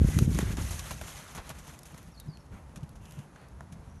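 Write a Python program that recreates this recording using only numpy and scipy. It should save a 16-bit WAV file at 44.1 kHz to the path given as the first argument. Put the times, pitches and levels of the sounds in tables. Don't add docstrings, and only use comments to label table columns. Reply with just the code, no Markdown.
import sys
import numpy as np
from scipy import signal
from scipy.fft import rfft, irfft
from scipy.io import wavfile

SR = 44100
rng = np.random.default_rng(int(sys.argv[2]) if len(sys.argv) > 2 else 0)


def waveform_to_disk(signal):
    frames = np.transpose(np.atleast_2d(signal))
    scaled = np.clip(frames, -1, 1) * 32767
    samples = np.round(scaled).astype(np.int16)
    wavfile.write(sys.argv[1], SR, samples)


N = 176400
TIME = np.arange(N) / SR

# (time [s], churning level [dB], falling spray level [dB])
WATER_LEVELS = [(.03, -54, -52), (.085, -45.5, -39.5), (.13, -51, -46.5), (.2, -52.5, -42.5),
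                (.27, -57.5, -49), (.41, -45.5, -43.5), (.48, -48, -49), (.59, -52.5, -44.5),
                (.75, -50, -42), (.85, -48, -45.5), (1, -53, -48.5), (1.1, -51, -45.5), (1.25, -54.5, -54),
                (1.5, -55.5, -56), (1.72, -61, -58.5), (2.05, -65, -63.5), (2.4, -76, -74)]
# (frequency [Hz], relative level [dB])
CHURN_TONE = [(200, -4.5), (450, -2), (1700, -0.5), (3000, -7), (4500, -10), (8000, -33)]
# (frequency [Hz], relative level [dB])
SPRAY_TONE = [(800, -16.5), (2000, -1), (3200, -1.5), (4700, -5.5), (6400, 5), (8000, -1.5), (11400, 1.5)]
DROPS_PER_S, DROP_SPREAD_DB, WATER_FLUTTER_DB = 7700, 2, 2
BUBBLE_DB, SPATTER_DB = -6.5, -7.5
def splash():
    bubbles = undb(BUBBLE_DB) * pings(hz=1430, spread_octaves=0.701, cycles=5.5, count=1400)
    churn = colour(grains(DROPS_PER_S, DROP_SPREAD_DB), CHURN_TONE) + bubbles
    spatter = undb(SPATTER_DB) * pings(hz=5130, spread_octaves=0.701, cycles=8.1, count=1100)
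    spray = colour(grains(DROPS_PER_S, DROP_SPREAD_DB) + spatter, SPRAY_TONE)
    water = unit(churn) * curve(WATER_LEVELS) + unit(spray) * curve(WATER_LEVELS, column=2)
    return water * undb(WATER_FLUTTER_DB * wander(25))


def pings(hz, spread_octaves, cycles, count, spread_db=2):
    out, age = np.zeros(N + SR), np.arange(SR // 20) / SR
    starts = rng.integers(0, N, count)
    pitches = np.clip(rng.standard_normal(count), -2, 2)
    sizes = np.minimum(rng.exponential(size=count), 4)
    for start, pitch, size in zip(starts, pitches, sizes):
        turns = age * hz * 2 ** (spread_octaves * pitch)
        ring = np.sin(2 * np.pi * turns * (1 + 0.0035 * turns)) * np.exp(-turns / cycles)
        out[start:start + len(age)] += undb(spread_db * size) * ring
    return unit(out[:N])


# (time [s], fade time [s], crunch level [dB], grit level [dB])
GRAVEL_HOOVES = [(0.574, 0.065, -39.5, -46), (0.705, 0.018, -43, -35.5), (0.906, 0.02, -33.5, -37.5),
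                 (1.011, 0.0088, -33.5, -40), (1.035, 0.0068, -36, -54), (1.348, 0.022, -38.5, -40),
                 (1.374, 0.028, -38, -58), (1.491, 0.006, -42, -34), (1.5, 0.013, -35.5, -44),
                 (1.585, 0.018, -55, -47), (1.669, 0.029, -45.5, -48), (1.853, 0.025, -54.5, -47),
                 (1.942, 0.006, -42.5, -48), (1.975, 0.013, -48, -48.5)]
# (frequency [Hz], relative level [dB])
CRUNCH_TONE = [(80, 10), (190, 2.5), (320, -6), (600, 0), (1400, -4), (2600, -11), (4500, -15.5),
               (10000, -41)]
GRAINS_PER_S, GRAIN_SPREAD_DB = 2300, 0.5
def gravel():
    crunch = colour(grains(GRAINS_PER_S, GRAIN_SPREAD_DB), CRUNCH_TONE)
    grit = colour(grains(GRAINS_PER_S, GRAIN_SPREAD_DB), SPRAY_TONE)
    out = 0
    for at, fade, crunch_db, grit_db in GRAVEL_HOOVES:
        out += burst(at, fade, rise_s=0.0027) * (undb(crunch_db) * crunch + undb(grit_db) * grit)
    return out


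# (time of peak [s], level
# [dB], pitch [Hz], rise and fade time [s])
TURF_HOOVES = [(1.512, -36, 129, 0.0081), (1.945, -39.5, 147, 0.0069), (2.09, -42.5, 171, 0.01),
               (2.288, -29, 153.5, 0.012), (2.527, -34, 71, 0.016), (2.545, -41, 167, 0.013),
               (2.776, -34.5, 153, 0.0057), (2.835, -29, 138, 0.0087), (2.9, -48, 114, .012),
               (3.01, -44, 111, 0.018), (3.172, -35, 176, 0.002), (3.19, -32, 140.6, 0.014),
               (3.728, -37.5, 170, 0.01), (3.77, -40.5, 169, 0.011)]
def turf():
    soil = undb(-16) * wander(348)
    wobble = 0.6 * wander(70)
    out = 0
    for at, db, hz, fade in TURF_HOOVES:
        age = TIME - at
        boom = np.cos(2 * np.pi * hz * age + wobble)
        loudness = np.exp(-np.minimum(abs(age / fade), 20) ** 1.12)
        out += undb(db) * loudness * (boom + soil)
    return out


# (pitch [Hz], level [dB], time to fade by 60 dB [s])
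HOOF_NOTES = [(650, -41, 0.025), (980, -38, .015), (1380, -37, 0.014), (1770, -39, 0.012)]
def hoof_knock(at_s=3.6072):
    age = np.maximum(TIME - at_s, 0)
    out = 0
    for k, (hz, db, fade) in enumerate(HOOF_NOTES):
        direction = (-1) ** k
        out += direction * undb(db - 60 * age / fade) * np.sin(2 * np.pi * hz * age)
    return out


# (time [s], fade time [s], tick level [dB], knock level [dB])
CLICK_HITS = [(0.043, 0.002, -50, -40.5), (0.188, 0.0021, -24, -26), (0.347, 0.0035, -38.5, -43),
              (0.3877, 0.0041, -32, -43), (0.388, 0.0021, -35.5, -25.5), (0.57, 0.0048, -37.5, -42),
              (0.793, 0.0055, -34.5, -61), (2.372, 0.0012, -45, -63), (2.759, 0.0076, -45.5, -50.5),
              (2.773, 0.0081, -56, -58), (2.831, 0.0089, -57, -61), (2.955, 0.014, -58, -56),
              (3.054, 0.0065, -52.5, -59), (3.189, 0.0098, -54, -56), (3.359, 0.0055, -58.5, -49),
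              (3.6072, 0.0011, -44.5, -49), (3.723, 0.013, -53.5, -59)]
# (frequency [Hz], relative level [dB])
TICK_TONE = [(700, -74), (2500, 7.5), (4700, 1), (6400, 7), (8200, 0), (10800, 2.5), (12500, -3)]
# (frequency [Hz], relative level [dB])
KNOCK_TONE = [(200, 1), (400, -1), (650, 9), (1000, 0.5), (1600, 5.5), (2600, -6), (5000, -26),
              (12000, -49)]
def clicks():
    tick, knock = 0, 0
    for at, fade, tick_db, knock_db in CLICK_HITS:
        hit = burst(at, fade, rise_s=0.00027)
        tick += undb(tick_db) * hit
        knock += undb(knock_db) * hit
    return colour(tick * noise(), TICK_TONE) + colour(knock * noise(), KNOCK_TONE)


# (time [s], fade time [s], level [dB])
BUCKLE_HITS = [(1.79, 0.0027, -39), (1.832, 0.0029, -39), (2.029, 0.0023, -50), (2.199, 0.0042, -39),
               (2.892, 0.0015, -44), (3.109, 0.0022, -43.5), (3.122, 0.0013, -40), (3.485, .0025, -52)]
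# (frequency [Hz], relative level [dB])
METAL_TONE = [(900, -26), (4600, -5), (6100, -4), (7600, -8), (11000, -1)]
def buckles():
    hits = sum(undb(db) * burst(at, fade, rise_s=0.00023) for at, fade, db in BUCKLE_HITS)
    return colour(hits * noise(), METAL_TONE)


# (time [s], length [s], air level [dB], rustle level [dB], rasp pitch [Hz], rasp level [dB])
STRIDE_RUSHES = [(2.51, 0.097, -57, -65, 2450, -71), (3.001, 0.26, -63.5, -61, 2860, -66.5),
                 (3.346, 0.14, -59, -76, 4300, -74.5)]
# (frequency [Hz], relative level [dB])
RUSH_TONE = [(250, -3), (550, 6), (1300, 2.5), (2100, -1.5), (3100, -8.5), (3800, -13), (6000, -29)]
def rushes(rasp_width_hz=460):
    air = colour(noise(), RUSH_TONE)
    rustle = colour(grains(GRAINS_PER_S, GRAIN_SPREAD_DB), SPRAY_TONE)
    low_noise = wander(rasp_width_hz) + 1j * wander(rasp_width_hz)
    out = 0
    for at, length, air_db, rustle_db, hz, rasp_db in STRIDE_RUSHES:
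        rasp = np.real(low_noise * np.exp(2j * np.pi * hz * TIME))
        out += swell(at, length) * (undb(air_db) * air + undb(rustle_db) * rustle + undb(rasp_db) * rasp)
    return out


# (time [s], relative level [dB])
GUST_LEVELS = [(0, -18), (.06, -26.5), (.105, -25.5), (.17, -21.5), (.36, -24), (.46, -28), (.62, -28),
               (.8, -40.5), (1.02, -41.5), (1.25, -52), (1.6, -45.5), (1.78, -53.5), (2.1, -49),
               (2.45, -49), (2.9, -43.5), (3.38, -55.5), (3.54, -45.5), (4, -46.5)]
# (frequency [Hz], relative level [dB])
WIND_TONE = [(20, -48), (32, -9), (48, 2), (76, 4), (105, -5.5), (150, -3.5), (230, -14.5), (340, -25),
             (520, -38), (1500, -69)]
# (time [s], level [dB], pitch [Hz])
SWIRLS = [(0.016, -12.5, 185), (0.048, -9.5, 135), (0.088, -23.5, 300), (0.169, -15, 146),
          (.188, -14.5, 137), (0.212, -20, 217), (.224, -9.5, 138), (0.249, -20.5, 129), (0.279, -11, 123),
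          (0.294, -19, 152), (.315, -20, 216), (0.354, -17.5, 143), (.379, -20, 128), (0.393, -18, 237),
          (0.43, -16.5, 169), (0.478, -20.5, 92), (0.507, -22.5, 123), (.538, -24, 110), (0.586, -22, 185),
          (.613, -25.5, 95), (0.712, -30.5, 77)]
# (frequency [Hz], relative level [dB])
RUFFLE_TONE = [(90, -13.5), (250, 7.5), (450, -2), (650, -20), (3000, -67)]
WIND_DB, WIND_FLUTTER_DB = -3, 1.5
THUMP_CYCLES, RUFFLE_DB, RUFFLE_S = 0.38, -17.5, 0.0028
def wind():
    out = colour(noise(), WIND_TONE) * curve(GUST_LEVELS)
    out *= undb(WIND_DB + WIND_FLUTTER_DB * wander(36))
    ruffle = undb(RUFFLE_DB) * colour(noise(), RUFFLE_TONE)
    for at, db, hz in SWIRLS:
        age = TIME - at
        cycles = age * hz
        thump = -np.cos(2 * np.pi * cycles) / (1 + (cycles / THUMP_CYCLES) ** 2 / 2) ** 2
        edge = ruffle / (1 + (age / RUFFLE_S) ** 2 / 2)
        out += undb(db) * (thump + edge)
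    return out


# (time [s], length [s], start pitch [Hz], end pitch [Hz], level [dB])
BIRD_NOTES = [(1.828, 0.088, 3900, 3110, -70), (2.117, 0.027, 5450, 5670, -65),
              (2.136, 0.0256, 5400, 4370, -64), (2.165, 0.032, 4300, 4380, -59.5),
              (2.192, 0.031, 4210, 3720, -58.5), (2.279, 0.1, 5120, 4220, -63.5),
              (2.396, 0.021, 5500, 5300, -69), (3.875, 0.063, 5500, 5860, -72),
              (3.944, .06, 6160, 5800, -69)]
BIRD_FLUTTER_DB, ECHO_DB, ECHO_S = 3, -6.5, 0.068
def bird():
    waver = 1 + 0.019 * wander(440)
    song = 0
    for at, length, start_hz, end_hz, db in BIRD_NOTES:
        remaining = 1 - np.clip((TIME - at) / length, 0, 1)
        hz = (end_hz + (start_hz - end_hz) * remaining ** 1.8) * waver
        song += undb(db) * swell(at, length) * np.sin(2 * np.pi * np.cumsum(hz) / SR)
    song *= undb(BIRD_FLUTTER_DB * wander(130))
    trees = noise() * np.exp(-TIME / ECHO_S)
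    echo = signal.fftconvolve(song, trees / np.linalg.norm(trees))[:N]
    return song + undb(ECHO_DB) * echo


# (frequency [Hz], relative level [dB])
FIELD_TONE = [(25, -19), (60, -2.5), (160, 6.5), (260, -2), (380, -6.5), (560, -7), (950, -7.5),
              (1900, -18), (3200, -28), (4900, -30), (6200, -28.5), (8100, -34), (11200, -27.5),
              (12500, -57)]
FIELD_DB, CRACKLE_DB = -55, -76.5
def field():
    air = colour(noise(), FIELD_TONE) * undb(FIELD_DB + wander(4))
    crackle = colour(grains(per_s=400, spread_db=3.2), TICK_TONE)
    return air + undb(CRACKLE_DB) * crackle


def undb(db):
    return 10 ** (np.asarray(db) / 20)


def unit(x):
    return x / np.sqrt(np.mean(x ** 2))


def curve(table, column=1):
    rows = np.array(table)
    return undb(np.interp(TIME, rows[:, 0], rows[:, column]))


def colour(x, tone):
    hz, db = np.array(tone).T
    log_hz = np.log(np.fft.rfftfreq(N, 1 / SR) + 1)
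    gain = unit(undb(np.interp(log_hz, np.log(hz), db)))
    cepstrum = irfft(np.log(gain), N)
    cepstrum[1:N // 2] *= 2
    cepstrum[N // 2 + 1:] = 0
    return irfft(rfft(x) * np.exp(rfft(cepstrum)), N)


def noise():
    return rng.standard_normal(N)


def wander(hz):
    smoothing = np.exp(-(np.fft.rfftfreq(N, 1 / SR) / hz) ** 2)
    return unit(irfft(rfft(noise()) * smoothing, N))


def grains(per_s, spread_db):
    size = undb(spread_db * np.minimum(rng.exponential(size=N), 6))
    hits = rng.random(N) < per_s / SR
    return unit(hits * size * np.sign(noise()))


def burst(start, fade, rise_s):
    age = np.maximum(TIME - start, 0)
    return np.minimum(age / rise_s, 1) * np.exp(-np.minimum(age / fade, 20) ** 1.15)


def swell(start, length):
    progress = np.clip((TIME - start) / length, 0, 1)
    return 2 * np.sqrt(progress * (1 - progress))


def scene():
    horse = splash() + gravel() + turf() + hoof_knock() + clicks() + buckles() + rushes()
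    return (horse + wind() + bird() + field())[None]


def record(dry, bottom_hz=31, top_hz=12050):
    bass_cut = signal.butter(3, bottom_hz, "high", fs=SR, output="sos")
    treble_cut = signal.ellip(10, .2, 70, top_hz, fs=SR, output="sos")
    return signal.sosfilt(treble_cut, signal.sosfilt(bass_cut, dry))


dry = scene()
out = record(dry)
waveform_to_disk(out)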